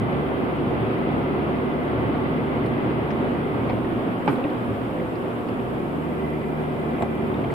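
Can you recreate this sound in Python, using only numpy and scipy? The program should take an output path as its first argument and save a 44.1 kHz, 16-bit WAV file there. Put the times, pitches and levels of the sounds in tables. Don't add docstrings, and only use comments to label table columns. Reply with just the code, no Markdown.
import sys
import numpy as np
from scipy import signal
from scipy.fft import rfft, irfft, next_fast_len
from scipy.io import wavfile
from scipy.ndimage import uniform_filter1d, map_coordinates

SR = 44100
rng = np.random.default_rng(int(sys.argv[2]) if len(sys.argv) > 2 else 0)


def master(y):
    cut = np.clip(np.atleast_2d(y).T, -1, 1)
    pcm = np.round(cut * 32767)
    wavfile.write(sys.argv[1], SR, pcm.astype(np.int16))


def voltage_ratio(level):
    return 10 ** (np.asarray(level, float) / 20)


N = 332504
SECONDS = np.arange(N) / SR
LEFT_RIGHT = np.array([[0.5], [-0.5]])


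def unit(x):
    return x / np.sqrt(np.mean(x ** 2) + 1e-20)


def along(points, hz):
    f, v = np.transpose(points)
    return np.interp(np.log(hz + 1), np.log(f + 1), v)


def curves(rows):
    s, *columns = np.transpose(rows)
    return [np.interp(SECONDS, s, column) for column in columns]


def wobble(rate):
    at = np.arange(0, N + 64, 64)
    knots = rng.standard_normal(400)
    return np.interp(np.arange(N), at, map_coordinates(knots, [at * min(rate, 40) / SR]))


def filtered(x, response):
    m = next_fast_len(N + SR // 4)
    return irfft(rfft(x, m) * response(np.fft.rfftfreq(m, 1 / SR)), m)[..., :N]


def mode(f, hz, width):
    return 1j * f * width / (hz * hz - f * f + 1j * f * width)


# frequency in Hz, left-right likeness from -1 to 1.
ALIKE = [(38, .97), (62, .94), (91, .9), (140, .82), (210, .68), (320, 0.78), (490, 0.63), (750, 0.45),
         (920, .35), (1140, -0.33), (1730, -0.4), (2250, -.2), (2900, 0.24), (3400, .15), (4010, -0.13),
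         (5000, 0), (14200, 0)]


def diffuse(pair, gain):
    def spread(hz):
        angle = np.arccos(np.clip(along(ALIKE, hz), -1, 1)) / 2
        return gain(hz) * [np.cos(angle), np.sin(angle)]

    mid, side = filtered(pair, spread)
    return unit(np.array([mid + side, mid - side]))


def patchy(patchy_db):
    z = signal.stft(rng.standard_normal((2, N)), nperseg=1024)[2]
    field = uniform_filter1d(rng.standard_normal(z.shape[1:]), size=8, axis=0)
    field = uniform_filter1d(field, size=6, axis=1)
    return signal.istft(z * voltage_ratio(patchy_db * unit(field)), nperseg=1024)[1][:, :N]


# frequency in Hz, level in dB per Hz.
HISS = [(3300, -24.5), (4700, 1.5), (5500, -2.5), (6300, -8), (7400, -1.5), (8500, -0.5), (10600, 0),
        (14000, -1), (14700, -2), (16000, -37)]


def camera_hiss():
    early_s = 0.5
    pace_db, = curves([(s - early_s, db) for s, db in ROAD])
    level_db = -62.5 - 0.58 * pace_db
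    hiss = unit(filtered(rng.standard_normal((2, N)), lambda hz: voltage_ratio(along(HISS, hz))))
    whistle = voltage_ratio(-87) * np.sin(2 * np.pi * 9183 * SECONDS)
    return voltage_ratio(level_db) * hiss + whistle


# start in
# seconds, # length in seconds, centre in Hz, width in Hz, level in dB.
SQUEAKS = [(2.217, 0.034, 10200, 1490, -66), (2.642, 0.046, 9992, 3480, -59.5),
           (3.1, 0.025, 5180, 1600, -56.5), (3.69, 0.023, 5100, 900, -61), (3.892, 0.016, 10400, 1490, -66),
           (4.257, 0.0078, 8330, 900, -55.5), (4.272, 0.024, 8300, 600, -65),
           (4.232, .17, 10160, 6500, -56), (4.623, 0.09, 9500, 3440, -64), (6.999, .015, 7800, 450, -59),
           (7.017, 0.02, 7600, 497, -50), (7.018, .018, 5800, 1500, -60), (7, .05, 10400, 5000, -60),
           (7.505, .025, 7900, 3000, -61)]


def squeaks():
    out = np.zeros((2, N + SR))
    f = np.fft.rfftfreq(8192, 1 / SR)
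    for s, length, hz, width, db in SQUEAKS:
        start, m = round(s * SR), round(length * SR)
        rub = irfft(rfft(rng.standard_normal((2, 8192))) * mode(f, hz, width) ** 2)
        out[:, start:start + m] += voltage_ratio(db) * np.hanning(m) * unit(rub)[:, :m]
    return out[:, :N]


# start in seconds, peak in dB, low knock in dB.
TICKS = [(2.1484, -34.5, 7), (2.4703, -43, -3), (2.7781, -34, 3), (3.1047, -31.5, -10), (3.273, -53, -4),
         (3.705, -31.5, -6), (3.7139, -43, 14), (3.722, -41, -5), (3.8443, -40.5, -1), (4.2207, -34.5, -18),
         (4.814, -39, -1), (5.255, -39, -7), (6.2597, -41, 6), (6.333, -38.5, -9), (6.413, -38, -1),
         (6.439, -37.5, -9), (7.5026, -33.5, -2)]
# start in seconds, peak in dB, ring in Hz, bright edge in dB.
SNAPS = [(2.6594, -45.5, 2680, -5), (3.6945, -32.5, 2450, -15), (3.9007, -42, 2460, -23),
         (4.3564, -43.5, 3800, -13), (4.446, -35, 2050, -28), (4.4997, -46.5, 3800, -12),
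         (5.1537, -43, 2440, -6.5), (5.4853, -38.5, 2490, -11.5), (6.983, -36, 2450, -27),
         (7.022, -32, 2230, -17.5), (7.3553, -52.5, 2900, -14), (7.439, -35.5, 2170, -22.5),
         (7.523, -39, 2500, -13)]


def trim():
    out, t = np.zeros((2, N + SR)), np.arange(2048) / SR
    f = np.fft.rfftfreq(4096, 1 / SR)
    rows = [(s, db, 1960, knock_db, -24) for s, db, knock_db in TICKS]
    rows += [(s, db, hz, 13, edge_db) for s, db, hz, edge_db in SNAPS]
    for s, db, hz, knock_db, edge_db in rows:
        pan_db = -0.5 * rng.standard_normal()
        burst = rng.standard_normal((2, len(t))) * voltage_ratio(-60 * t / 0.036) * (1 - np.exp(-t / 0.0011))
        burst[1] = 0.5 * burst[0] + 0.5 * burst[1]
        spectrum = rfft(burst, 4096)

        def shape(gain):
            return irfft(spectrum * gain)[:, :len(t)]

        life_cycles = 45
        clear = voltage_ratio(-60 * t * hz / life_cycles) * (1 - np.exp(-t / 0.00091)) * np.sin(2 * np.pi * hz * t)
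        fuzz = shape(mode(f, hz, 0.45 * hz) ** 3)
        ring = clear + voltage_ratio(-0.5) * fuzz / np.abs(fuzz).max()
        knock = shape(mode(f, 680, 520) ** 3)
        edge = shape(mode(f, 4400, 1900) ** 2)
        parts = [(0, ring), (knock_db - 1.5, knock), (edge_db + 6.0, edge)]
        tick = sum(voltage_ratio(part_db) * part / np.abs(part).max() for part_db, part in parts)
        start = round(s * SR)
        out[:, start:start + len(t)] += voltage_ratio(db + 1.5 + pan_db * LEFT_RIGHT) * tick
    return out[:, :N]


# start in seconds, peak in dB,
# ring in Hz, life in cycles.
KNOCKS = [(4.2763, -36, 3500, 26), (4.2766, -25, 2300, 30), (4.2795, -29, 2970, 33),
          (4.4404, -25, 2570, 45), (5, -28, 2050, 30), (4.4415, -32, 2850, 30), (4.4405, -37, 3600, 30),
          (4.2772, -23.5, 1550, 27), (4.281, -35, 3600, 31), (4.286, -28, 2340, 40), (7.0095, -16, 637, 17),
          (7.0232, -14.5, 700, 20), (7.0245, -28, 920, 24), (7.0228, -36.5, 3700, 40),
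          (7.0335, -16.5, 720, 14), (7.0586, -36, 1980, 30), (7.1175, -39, 1580, 27), (5.6, -32, 2500, 40),
          (6.434, -37, 2150, 30), (4.2775, -18.5, 857, 36), (7.342, -36, 3650, 54),
          (7.4457, -30, 2300, 34.5), (7.447, -33, 3100, 42), (7.443, -38, 3100, 30),
          (7.5035, -34, 1900, 26), (7.523, -46, 4400, 31), (.073, -16.5, 560, 7.2), (.761, -15, 560, 5.6),
          (1.014, -19, 600, 6), (1.493, -9.5, 520, 4.2), (3.634, -16, 680, 7), (5.281, -19, 600, 6),
          (7.3935, -10.5, 450, 5.2)]


def knocks():
    out, t = np.zeros(N + SR), np.arange(2048) / SR
    rise = 1 - np.exp(-t / 0.0004)
    for s, db, hz, cycles in KNOCKS:
        start = round(s * SR)
        out[start:start + len(t)] += voltage_ratio(db - 60 * t * hz / cycles) * rise * np.sin(2 * np.pi * hz * t)
    return out[:N] * voltage_ratio(np.array([[-0.3], [0.3]]))


# start in seconds, body in dB, rattle in dB,
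# panel note in Hz, note in dB.
LEVER = [(3.845, -24, -49, 381, -22), (3.925, -25.5, -41, 331, -20), (4.2763, -13.5, -10, 837, -15),
         (4.283, -19, -16.5, 1197, -19.5), (4.29, -28, -17, 853, -25), (4.294, -15.5, -24.5, 290, -22),
         (4.329, -22, -25.5, 394, -19), (4.381, -33, -21.5, 507, -30), (4.4409, -43, -33, 570, -37),
         (4.448, -19.5, -31, 291.3, -17.5), (7.010, -28.5, -28, 810, -30), (7.022, -24, -25.5, 850, -30),
         (7.034, -29, -35, 820, -27), (7.057, -33, -38, 550, -26), (7.222, -29, -39, 690, -29),
         (7.392, -35, -42, 413, -36), (7.444, -32, -29, 1000, -30), (7.523, -35.5, -27, 690, -30)]
# frequency in Hz, level in dB, time to fall 60 dB in seconds.
CONSOLE = [(124, -9, 0.25), (153, -2.5, 0.17), (257, -5.5, 0.03), (284, 2.5, 0.098), (369, -2.5, 0.13),
           (410, -5.5, 0.42), (533, -4, 0.091), (690, -9, 0.045), (1030, -5, 0.041), (1904, -16, 0.091),
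           (2325, -15.5, 0.059)]
# centre in Hz, width in Hz, level in dB.
RATTLE = [(1015, 430, 5.5), (1620, 480, 2.5), (2300, 350, -3.5), (3570, 800, -24)]


def lever():
    ring, shake = np.zeros((2, N + SR)), np.zeros((2, N + SR))
    t = np.arange(SR // 4) / SR
    rise = 1 - np.exp(-t / 0.001)
    stretch, note_cycles = 0.62, 53
    fall = voltage_ratio(-60 * t / (0.05 * stretch)) + 0.21 * voltage_ratio(-60 * t / 0.34)
    for s, ring_db, rattle_db, note_hz, note_db in LEVER:
        tones = 0
        for hz, level_db, t60 in CONSOLE:
            phase = 6 * rng.random() + rng.normal(0, 0.53, (2, 1))
            envelope = voltage_ratio(level_db + rng.normal(0, 0.7) - 60 * t / (t60 * stretch))
            tones = tones + envelope * np.sin(2 * np.pi * hz * t + phase)
        note = voltage_ratio(note_db - 60 * t * note_hz / note_cycles) * np.sin(2 * np.pi * note_hz * t)
        rattle = voltage_ratio(rattle_db + 1) * rng.standard_normal((2, len(t))) * fall
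        start = round(s * SR)
        ring[:, start:start + len(t)] += (voltage_ratio(ring_db - 4.5) * tones + note) * rise
        shake[:, start:start + len(t)] += rattle * rise

    def colour(f):
        return sum((-1) ** k * voltage_ratio(db) * mode(f, hz, width) for k, (hz, width, db) in enumerate(RATTLE))

    return ring[:, :N] + filtered(shake[:, :N], colour)


def gearbox():
    from_s, to_s, rise_s, fall_s = 4.25, 6.0, 0.067, 0.2
    t = SECONDS - from_s
    on = np.clip(np.minimum(t / rise_s, (to_s - from_s - t) / fall_s), 0, 1) ** 2
    hz = 534 - 15 * t - 19 * t * t
    turns = np.cumsum(hz * (1 + 0.008 * wobble(14))) / SR
    level_db = -38.5 - 2 * t + 4.3 * wobble(7)
    return np.sqrt(2) * on * voltage_ratio(level_db) * np.sin(2 * np.pi * turns + 0.8 * LEFT_RIGHT)


# time in seconds, firing rate in Hz.
ENGINE = [(0, 74), (.4, 72), (1.8, 74), (2.4, 73.83), (2.6, 73.24), (3.6, 72.9), (3.88, 62.54), (4.1, 52.6),
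          (5.45, 53.81), (5.7, 64.96), (6.0, 78.4), (6.1, 76.83), (6.7, 75.56), (7.15, 75.77), (7.3, 73.9),
          (7.54, 70.4)]
# time in seconds, load from 0 to 1, share of the upper ring from 0 to 1.
THROTTLE = [(0, 0.9, 0.3), (1.2, .65, 0.2), (2.4, .9, .2), (3.55, 0.6, 0.13), (3.7, 0, 0.2),
            (5.95, 0.05, 0.6), (6.1, 0.8, 0.6), (6.6, 0.56, .9), (7.25, 0.7, 0.9), (7.38, 0.05, 0.7)]
# multiple of the firing rate, level in dB.
LOWER = [(1, -42), (2, -35.5), (3, -40)]
# multiple of the firing rate, level in dB relative to the third tone.
UPPER = [(4, -6), (5, 0), (6, -4), (7, -21.5), (9.4, -4.5)]
# centre in Hz, width in Hz, level in dB.
BLOCK = [(2028, 55, 10), (2384, 40, 7.5)]


def engine():
    hz, = curves(ENGINE)
    load, upper = curves(THROTTLE)
    clutch_down_s, clutch_up_s, let_go_s, bite_s = 4.1, 5.39, 0.13, 0.34
    clutch_s = [clutch_down_s - let_go_s, clutch_down_s, clutch_up_s, clutch_up_s + bite_s]
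    pulling = np.interp(SECONDS, clutch_s, [1, 0, 0, 1])
    turns = np.cumsum(hz * (1 + 0.00412 * wobble(9))) / SR
    speed_db = 7.5 * np.log2(hz / 74)
    pull_db = 9 * load * upper
    third, third_db = LOWER[-1]
    fifth = UPPER[1][0]
    apart = 0.24 * LEFT_RIGHT
    hum = 0
    for k, db in list(LOWER) + [(k, third_db + db) for k, db in UPPER]:
        pull_share = (k == third) + 0.5 * (k == fifth)
        level_db = db + speed_db + pull_db * pull_share + 1.6 * wobble(8)
        tone = np.sin(k * (2 * np.pi * turns + apart) + 6 * rng.random())
        hum = hum + np.sqrt(2) * voltage_ratio(level_db) * tone
    gate = np.exp(1.6 * np.cos(2 * np.pi * turns))
    rings = []
    for centre, width, db in BLOCK:
        clatter = gate * rng.standard_normal((2, N))
        rings.append(voltage_ratio(db) * diffuse(clatter, lambda f: mode(f, centre, 1.5 * width) ** 2))
    return pulling * hum + voltage_ratio(-56.0) * load * (rings[0] + upper * rings[1])


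# time in seconds, centre in Hz, level in dB.
TYRE_RING = [(0, 255.3, -38.5), (1.2, 253.9, -41.5), (2.0, 246, -37), (2.7, 240, -37), (3.6, 236.9, -35),
             (4.8, 239.9, -36), (5.3, 235.9, -40.5), (7.54, 242, -51)]


def tyre_ring():
    hz, db = curves(TYRE_RING)
    flutter = wobble(30) + 1j * wobble(30)
    carrier = np.exp(2j * np.pi * np.cumsum(hz) / SR + 0.6j * LEFT_RIGHT)
    return voltage_ratio(db) * unit(np.real(flutter * carrier))


# time in seconds, level in dB relative to the start.
ROAD = [(0, 0.5), (1.3, 0.14), (2.3, 0.77), (3.6, 0), (4.5, -1.5), (5.0, -2.5), (5.6, -2.5), (6.9, -2.5),
        (7.54, -2)]
# time in seconds, boom lift in dB.
BUMPS = [(0, 9.5), (.68, 7), (1.05, 0.5), (2.05, 8), (2.68, 4.5), (3.68, 8), (4.13, 2.5), (4.75, 8.5),
         (5.0, 5.5), (5.67, 3), (7.27, 5), (7.54, 8)]
# frequency in Hz, level in dB per Hz.
BOOM = [(12, -69), (20, -64), (60, -12), (75, -5.5), (89, -5), (108, 4.5), (127, 6), (140, -21.5),
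        (200, -2.5), (260, -30.5), (440, -120)]
ROAR = [(100, -23.5), (170, -3.5), (230, -6.5), (269, -2.5), (362, -4), (420, -9), (459, -7), (722, -12.5),
        (1000, -19), (1300, -20), (2200, -120)]
TREAD = [(500, -30), (850, -5), (915, -2), (993, -4.5), (1110, -1), (1310, -6.5), (1370, -4.5), (1770, -10),
         (2060, -11.5), (2190, -11), (3250, -18), (4050, -29), (5000, -38), (6000, -58), (7800, -97),
         (13200, -120)]
SUSPENSION = [(15, -45), (28, -14), (45, -4.5), (62, 16), (85, -32), (150, -120)]
# centre in Hz, width in Hz, lift in dB.
CABIN = [(115.5, 2.8, 3), (240, 14, 4), (290, 3.8, 0), (392, 17, 4.5), (407, 3.1, -2), (719, 37, 1)]


def road():
    pace_db, = curves(ROAD)
    bump_s = 0.088
    bumps_db = sum(db * np.exp(-((SECONDS - s) / bump_s) ** 2 / 2) for s, db in BUMPS)

    def shell(hz):
        return np.sqrt(1 + sum(np.abs(voltage_ratio(db) * mode(hz, c, w)) ** 2 for c, w, db in CABIN))

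    surface = wobble(7)
    boom_db = -37.5 + 1.6 * pace_db + bumps_db + 2.0 * surface
    roar_db = -25 + pace_db + 0.5 * surface
    tread_db = -35.5 + 1.2 * pace_db + 0.5 * surface + 0.33 * wobble(25)
    sway_db = -58.5 + bumps_db / 2 + 2.4 * wobble(4)
    boom = voltage_ratio(boom_db) * diffuse(patchy(-1.0), lambda hz: voltage_ratio(along(BOOM, hz)) * shell(hz))
    roar = voltage_ratio(roar_db) * diffuse(patchy(0.09), lambda hz: voltage_ratio(along(ROAR, hz)) * shell(hz))
    tread = voltage_ratio(tread_db) * diffuse(patchy(0.5), lambda hz: voltage_ratio(along(TREAD, hz)))
    sway = voltage_ratio(sway_db) * diffuse(patchy(3.0), lambda hz: voltage_ratio(along(SUSPENSION, hz)))
    return boom + roar + tread + sway


def scene():
    blows = filtered(lever() + trim() + knocks(), lambda f: 1 / (1 + (f / 5400) ** 12))
    return camera_hiss() + squeaks() + blows + gearbox() + engine() + tyre_ring() + road()


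# frequency in Hz, left over right in dB.
LEAN = [(60, -1.1), (180, -0.64), (530, -1), (1590, 0.2), (4740, 0.37), (14200, -1.0)]
# frequency in Hz, lead in radians.
LEADS = [(60, .05), (400, .15), (800, .2), (1600, .3), (2250, .9), (2600, -.4), (3600, -.3), (4500, 0)]


def microphones(x):
    def response(hz):
        return voltage_ratio(along(LEAN, hz) * LEFT_RIGHT) * np.exp(1j * along(LEADS, hz) * LEFT_RIGHT)

    return filtered(x, response)


# frequency in Hz, step in dB over the usual line level.
COARSE = [(60, -48), (300, -28.5), (1500, -14.5), (2900, -10.5), (4000, -1.5), (5000, 0.5), (5700, 9.5),
          (6300, 9.5), (6900, 9), (7800, 9.5), (9000, 4), (14500, 4.5)]


def squeeze(x):
    size, lead = 1024, 2048 - 390
    n, k = np.arange(2 * size), np.arange(size)
    basis = np.cos(np.pi / size * np.outer(n + 0.5 + size / 2, k + 0.5)) * np.sqrt(2 / size)
    halves = np.pad(x, ((0, 0), (lead, -(N + lead) % size + size))).reshape(2, -1, size)

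    steep = np.cumsum(np.kaiser(size + 1, 4 * np.pi))
    steep_rise = np.sqrt(steep[:-1] / steep[-1])
    soft_rise = np.sin(np.pi * (k + 0.5) / (2 * size))
    rises = np.where(rng.random((halves.shape[1], 1)) < 0.28, steep_rise, soft_rise)
    window = np.concatenate([rises[:-1], rises[1:, ::-1]], axis=1)
    lines = np.concatenate([halves[:, :-1], halves[:, 1:]], axis=2) * window @ basis
    blocks, bands = lines.shape[1], size // 32

    usual = np.sqrt(uniform_filter1d(np.median(lines ** 2, axis=(0, 1)), size=16) * 2)
    mood = np.repeat(rng.standard_normal((2, blocks, bands)), 32, axis=2)
    budget = rng.standard_normal((blocks, 1))
    busy = np.sqrt(uniform_filter1d(np.mean(lines ** 2, axis=(0, 2)), size=15))[:, None]
    step_db = along(COARSE, (k + 0.5) * SR / 2 / size) + 2.0 * mood + 0.91 * budget
    step = usual * voltage_ratio(step_db) * (busy / np.median(busy)) ** 0.85 + 1e-9

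    chance = rng.random((blocks, 1)) + 0.15 * rng.standard_normal((blocks, bands))
    joint = np.repeat(chance < 0.65, 32, axis=1)

    def turn(v):
        return np.where(joint, np.array([v[0] + v[1], v[0] - v[1]]) / np.sqrt(2), v)

    lines = turn(lines)
    rounded = np.sign(lines) * np.floor(np.abs(lines) / step + 0.4) * step
    back = turn(rounded * (k < 678)) @ basis.T * window
    out = back[:, 1:, :size] + back[:, :-1, size:]
    return out.reshape(2, -1)[:, lead - size:][:, :N]


def roll_off(x):
    return signal.sosfilt(signal.butter(12, 14750, fs=SR, output="sos"), x)


def record(dry):
    mix = squeeze(microphones(dry))
    return roll_off(mix)


dry = scene()
out = record(dry)
master(out)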